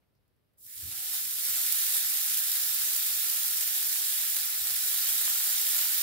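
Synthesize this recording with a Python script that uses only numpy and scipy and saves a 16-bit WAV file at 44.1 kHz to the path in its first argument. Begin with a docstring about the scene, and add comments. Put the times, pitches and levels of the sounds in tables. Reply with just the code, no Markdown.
"""Minced meat on a hot grill

Two rolls of raw minced meat are laid on the hot flat plate of an electric grill in a quiet kitchen.
Thousands of tiny steam bursts, coloured and swelling as each roll is laid, make the sizzle; sharp bursts
and lower ticks make the pops and fat snaps. Hands press the meat: rounded low thuds and thin held tones.
Shaped noise gives the kitchen air, a grill murmur that follows the boil, and a few faint rustles.
"""
import sys
import numpy as np
from scipy import signal
from scipy.fft import rfft, irfft
from scipy.io import wavfile
from scipy.ndimage import uniform_filter1d

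SR = 44100
rng = np.random.default_rng(int(sys.argv[2]) if len(sys.argv) > 2 else 0)


def log_audio(samples):
    """Write samples as a 16-bit WAV file to the path given in sys.argv[1]."""
    # one column per channel
    frames = np.atleast_2d(samples).T
    # limit to full scale, then quantise
    limited = np.clip(frames, -1, 1)
    pcm = np.round(limited * 32767).astype(np.int16)
    wavfile.write(sys.argv[1], SR, pcm)


N = 265482  # length in samples

# Colour of the kitchen air. Each row: frequency in Hz, relative level in dB per Hz.
ROOM_COLOUR = [(15, -57), (25, -32), (43, -16), (64, -3.5), (82, -8.5), (107, -4), (174, -13), (526, -18.5),
               (878, -25), (5060, -34.5), (6630, -42.5), (11700, -34), (15700, -35)]
ROOM_DB = -74.5  # rms level

# Colour of the grill body shaken by the boiling. Each row: frequency in Hz, relative level in dB per Hz.
RUMBLE_COLOUR = [(15, -44), (25, -20), (46, -7.5), (60, 2.5), (86, -6.5), (119, -2), (195, -8.5), (337, -5),
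                 (450, -10.5), (580, -9.5), (990, -120)]
RUMBLE_DB, RUMBLE_FOLLOW = -55, 0.61  # base level in dB, and dB of rumble for each dB of boil

# Hands on the meat shake the grill more. Each row: middle in seconds, length in seconds, lift in dB.
HANDLING = [(0.868, 0.65, 7.5), (1.4, 0.7, 5), (4.7, 0.53, 3)]

# Faint coloured rustles, the last one steam escaping at first contact.
# Each row: start in seconds, end in seconds, centre in Hz, width in Hz, level in dB.
RUSTLES = [(0.005, 0.06, 2200, 2400, -84), (0.14, 0.2, 5000, 1500, -88), (0.635, 0.82, 2050, 650, -63.5)]

# Hands pressing meat onto the plate. Each row: start in seconds, level in dB, pitch in Hz, length in seconds.
PRESSES = [(0.64, -68, 111, .05), (0.745, -63, 60, 0.052), (0.775, -60, 95, .05), (0.814, -45, 81, 0.067),
           (0.858, -47.5, 96, .055), (0.91, -56, 88.5, 0.032), (0.945, -63, 114, 0.069),
           (4.602, -58, 85, 0.048), (4.695, -60, 119, 0.04), (4.704, -58, 82, .06), (4.752, -64, 99, 0.04),
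           (4.822, -62, 90, 0.034)]

# Overtones of a thud. Each row: multiple of the pitch, level in dB.
THUD_OVERTONES = [(1, 0), (1.6, -12), (2.5, -20)]

# Thin tones held while the first roll is pressed down.
# Each row: start in seconds, end in seconds, pitch in Hz, level in dB.
HELD_TONES = [(0.712, 1.062, 312, -67.5), (0.877, 1.22, 758, -68), (1.426, 1.556, 306, -72)]

# Sharp high pops: four faint ticks ahead of the boil, then large steam pockets bursting.
# Each row: start in seconds, level in dB, pitch in Hz, left minus right in dB.
POPS = [(0.1514, -71, 4980, -1), (0.2794, -67, 11700, -2), (0.3624, -72, 11400, 0),
        (0.5357, -66, 12700, -4), (0.9782, -25, 12500, -1), (1.724, -12.5, 12600, -6),
        (1.8004, -19, 13100, -3), (1.8244, -19, 13300, -3), (1.9494, -20, 12900, -2),
        (1.9684, -15, 10500, -3), (2.9647, -15, 11700, -1), (3.676, -16.5, 12600, -1),
        (4.0826, -17, 13000, -1)]

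# Fat drops snapping with a lower tick. Each row: start in seconds, level in dB, pitch in Hz.
FAT_SNAPS = [(1.505, -31, 3500), (1.953, -30, 4000), (2.19, -30, 4000), (2.885, -29, 4200),
             (2.918, -30, 3600), (3.758, -31, 3500), (5.2788, -27.5, 1650), (5.72, -28, 4200),
             (5.793, -27, 2100)]

# Broad colour of the sizzle. Each row: frequency in Hz, relative level in dB per Hz.
SIZZLE_COLOUR = [(180, -56), (300, -53), (545, -31), (700, -20), (1050, -21.5), (1330, -12), (2420, -10.5),
                 (3540, -7.5), (4930, -5.5), (6110, -7), (8510, -3.5), (11800, 1), (13800, 0.5),
                 (15700, -1.5)]

# Plate resonances that lift the sizzle. Each row: centre in Hz, width in Hz, lift in dB.
PLATE_RESONANCES = [(807, 55, 4.5), (1028, 18, 5.5), (1770, 80, 3.5), (3680, 640, 2.5), (5570, 620, 2),
                    (7200, 530, 2)]

# What the two ears hear of the sizzle. 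Each row: frequency in Hz, likeness from 0 to 1, left minus right in dB.
EARS = [(170, 0.27, -1.4), (690, 0.4, -5.6), (1030, 0.1, -1.4), (1550, 0.42, -1.9), (2200, 0.49, -0.9),
        (2750, 0.08, -2.7), (4200, 0.31, -4.3), (5000, 0.03, -1.6), (6100, 0.45, -2.4), (7400, 0.3, -6.7),
        (8600, 0.02, -1.5), (11200, 0.4, -3.2), (13200, 0.32, -1.0), (15000, 0.33, 0.1)]
EAR_LAG_S = 58e-6  # delay of the shared bursts at the right ear, as the left is nearer to the meat

# Rolls laid on the plate.
# Each row: first touch in seconds, time to lay it full length in seconds, full boil in dB, low end in dB.
ROLLS = [(0.57, 0.91, -25.5, -2), (4.497, 0.72, -28.5, 0.5)]
SPREAD_POWER = 1.11  # loudness grows with the laid length, to this power
TIP_SHARE, TIP_S = 0.016, 0.015  # the tip lands first: share of the roll, and seconds to land
DRYING_DB_PER_S = -0.31  # the boil eases as the surface dries
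LOW_LATE_DB, LOW_LATE_S = -35, 0.1  # large bubbles come late: low end at first touch, and its time constant

# The boil surges or slackens for a moment.
# Each row: middle in seconds, length in seconds, change in dB, further change of the low end in dB.
SURGES = [(1.16, 0.12, 2.5, 1.3), (1.334, 0.49, -3, -1.5), (1.96, 0.1, 2.5, 0.5), (4.55, 0.47, -1.75, 2),
          (4.89, 0.11, 0.3, 0.5)]

EDGE_HZ = 15760  # top of the band


def amp(db):
    """Turns decibels into gain."""
    return 10 ** (np.asarray(db) / 20)


def evened(x):
    """Scales to rms 1."""
    return x / np.sqrt(np.mean(x ** 2) + 1e-20)


def read(points, hz, column=1):
    """Reads one column of a table between its points, on a log-frequency axis."""
    table = np.transpose(points)
    return np.interp(np.log(hz + 1), np.log(table[0] + 1), table[column])


def add(mix, start, sound):
    """Mixes a sound in at a start in seconds, cutting what runs past the end."""
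    part = mix[:, round(start * SR):][:, :sound.shape[-1]]
    part += sound[:, :part.shape[-1]]


def highpass(x, order, hz):
    """Takes away the bass below a corner frequency."""
    return signal.sosfilt(signal.butter(order, hz, "high", fs=SR, output="sos"), x)


def hump(t, middle, length):
    """A smooth rise and fall from 0 to 1 and back."""
    return np.cos(np.pi * np.clip((t - middle) / length, -.5, .5)) ** 2


def kitchen(x, t60, wet_db):
    """Direct sound plus a dense tail of reflections that falls 60 dB in t60 seconds, another for each ear."""
    t = np.arange(SR // 4) / SR
    tail = rng.standard_normal((2, len(t))) * amp(-60 * t / t60) * (t > .001)
    tail *= amp(wet_db) / np.linalg.norm(tail[0])
    return x + signal.fftconvolve(x, tail, axes=1)[:, :N]


def noise(colour, likeness):
    """Steady two-ear noise of a given colour, rms 1; likeness is how much the ears share."""
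    left, other = rng.standard_normal((2, N))
    right = likeness * left + np.sqrt(1 - likeness ** 2) * other
    hz = np.fft.rfftfreq(N, 1 / SR)
    return evened(irfft(rfft(np.array([left, right])) * amp(read(colour, hz)), N))


def boil(t, low):
    """Level in dB of all rolls boiling together; low is how much a band belongs to the large bubbles."""
    power = 1e-12
    for touch, laying, full_db, low_db in ROLLS:
        since = np.maximum(t - touch, 0)
        tip = TIP_SHARE * np.minimum(since / TIP_S, 1)
        laid = np.minimum(since / laying + tip, 1) ** SPREAD_POWER
        dried_db = full_db + DRYING_DB_PER_S * np.maximum(since - laying, 0)
        low_end_db = low_db + LOW_LATE_DB * np.exp(-since / LOW_LATE_S)
        power = power + (laid * amp(dried_db + low * low_end_db)) ** 2
    surge_db = sum((db + low * low_db) * hump(t, s, length) for s, length, db, low_db in SURGES)
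    return 10 * np.log10(power) + surge_db


def room_air():
    """Steady low noise of the kitchen air, nearly independent at the two ears."""
    return amp(ROOM_DB) * noise(ROOM_COLOUR, 0.15)


def rumble():
    """Low murmur of the grill body, following the boil and the hands, coming in lumps."""
    t = np.arange(N) / SR
    smoothed = uniform_filter1d(rng.standard_normal(N), size=1500)
    lumps = evened(uniform_filter1d(smoothed, size=1500))
    hands_db = sum(db * hump(t, s, length) for s, length, db in HANDLING)
    level_db = RUMBLE_DB + RUMBLE_FOLLOW * boil(t, 0) + hands_db + 1.4 * lumps
    return noise(RUMBLE_COLOUR, 0.45) * amp(level_db)


def rustles():
    """Short puffs of band-limited noise that swell in and out."""
    out = np.zeros((2, N))
    for start, end, hz, width, db in RUSTLES:
        air = rng.standard_normal((2, round((end - start) * SR)))
        band = signal.butter(2, [hz - width / 2, hz + width / 2], "band", fs=SR, output="sos")
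        puff = evened(signal.sosfilt(band, air))
        add(out, start, amp(db) * puff * np.hanning(air.shape[1]))
    return out


def press_thuds():
    """Soft meat pushes the plate slowly, so each low thud and its overtones swell in and out."""
    out = np.zeros((2, N))
    for start, db, hz, length in PRESSES:
        t = np.arange(round(length * SR)) / SR
        ring = sum(amp(part_db) * np.sin(2 * np.pi * k * hz * t) for k, part_db in THUD_OVERTONES)
        add(out, start, amp(db) * np.hanning(len(t)) * ring * amp([[-1.4], [1.4]]))
    return out


def held_tones():
    """Thin wavering sines that come and go under the fingers."""
    out = np.zeros((2, N))
    for start, end, hz, db in HELD_TONES:
        t = np.arange(round((end - start) * SR)) / SR
        drift = evened(uniform_filter1d(rng.standard_normal(SR), size=900))[:len(t)]
        swell = signal.windows.tukey(len(t), .7)
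        tone = amp(db + 1.5 * drift) * np.sin(2 * np.pi * hz * t) * swell
        add(out, start, tone * np.ones((2, 1)))
    return out


def burst(hz, cycles, size=400):
    """A small sharp burst: a few cycles that die fast, peak 1."""
    turns = hz * np.arange(size) / SR
    wave = np.sin(2 * np.pi * turns) * np.exp(-3 * turns / cycles)
    return wave / abs(wave).max()


def pops():
    """Each pop or faint tick is a sharp burst, a second one 1.2 ms later, and a short spray."""
    out, t = np.zeros((2, N)), np.arange(400) / SR
    for start, db, hz, pan_db in POPS:
        crack = burst(hz, 6.0)
        second = .8 * np.roll(crack, round(.0012 * SR))
        # differencing twice leaves mostly treble
        spray = .25 * np.diff(rng.standard_normal((2, 402)), 2) * amp(-60 * t / .02)
        pan = amp([[pan_db / 2], [-pan_db / 2]])
        add(out, start, amp(db) * pan * (crack + second + spray))
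    return highpass(out, 2, 2500)


def fat_snaps():
    """Fat drops snap with a lower tick of few cycles, slightly to the right."""
    out = np.zeros((2, N))
    for start, db, hz in FAT_SNAPS:
        add(out, start, amp(db) * burst(hz, 1.7) * amp([[-1.2], [1.2]]))
    return out


def spits(per_s, lift, t60):
    """Gain of the fizz as droplets land on the plate: flares of a few milliseconds, mean power 1."""
    hits = (rng.random(N) < per_s / SR) * np.minimum(rng.exponential(1, N), 3)
    flares = signal.lfilter([1], [1, -amp(-60 / t60 / SR)], hits)
    return evened(1 + lift * flares)


def bubbles(per_s, spread_db, cycles):
    """Spectra of three patches of steam bursts in eight sizes, a few strong; flat in colour overall."""
    shapes = [rfft(evened(burst(hz, cycles)), N) for hz in np.geomspace(600, 15000, num=8)]
    patches = 0
    for shape in shapes:
        happens = rng.random((3, N)) < per_s / SR  # per_s counts bursts of each size in each patch
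        strength = np.minimum(rng.exponential(1, (3, N)), 3.2)
        patches = patches + shape * rfft(happens * amp(spread_db * strength))
    return patches / np.sqrt(sum(abs(shape) ** 2 for shape in shapes))


def fizz():
    """Steady coloured steam bursts, rms 1: one patch reaches both ears, the others one each."""
    hz = np.fft.rfftfreq(N, 1 / SR)
    both, left, right = bubbles(2300, 1.8, 1.32)
    share = np.clip(read(EARS, hz), 0, 1)
    lag = np.exp(-2j * np.pi * hz * EAR_LAG_S)
    lean = amp(read(EARS, hz, column=2) / 2)
    left = (np.sqrt(share) * both + np.sqrt(1 - share) * left) * lean
    right = (np.sqrt(share) * both * lag + np.sqrt(1 - share) * right) / lean
    resonance_db = sum(db / (1 + (2 * (hz - centre) / width) ** 2)
                       for centre, width, db in PLATE_RESONANCES)
    colour = amp(read(SIZZLE_COLOUR, hz) + resonance_db) * (hz > 150)
    return evened(kitchen(irfft(np.array([left, right]) * colour, N), .2, -13))


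def sizzle():
    """Fizz whose bands each follow the boil, the low ones late, and flicker in level and colour."""
    f, t, z = signal.stft(fizz(), SR, nperseg=256, noverlap=192)
    chance = rng.standard_normal((len(f), len(t)))
    across_bands = uniform_filter1d(chance, size=4, axis=0)
    colour_drift = evened(uniform_filter1d(across_bands, size=30, axis=1))
    flicker = evened(uniform_filter1d(rng.standard_normal(len(t)), size=8))  # shared by all bands
    low = np.clip(np.log(9000 / (f + 1)) / np.log(8), 0, 1.5)[:, None]
    z = z * amp(boil(t, low) + 0.88 * colour_drift + 0.11 * flicker)
    return signal.istft(z, SR, nperseg=256, noverlap=192)[1][:, :N]


def scene():
    """Mixes the sources, from the kitchen air up to the sizzle."""
    background = room_air() + rumble() + rustles()
    hands = press_thuds() + held_tones()
    small_sources = highpass(pops() + fat_snaps(), 3, 650)  # small sources radiate no bass
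    near = kitchen(small_sources, .06, -8)
    boiling = sizzle() * spits(50, .3, .015)
    return background + hands + near + boiling


def record(dry):
    """Limits the band with a steep low-pass at EDGE_HZ."""
    lowpass = signal.firwin(2047, EDGE_HZ, window=("kaiser", 10), fs=SR)
    return signal.oaconvolve(dry, lowpass[None], "same")


dry = scene()
out = record(dry)
log_audio(out)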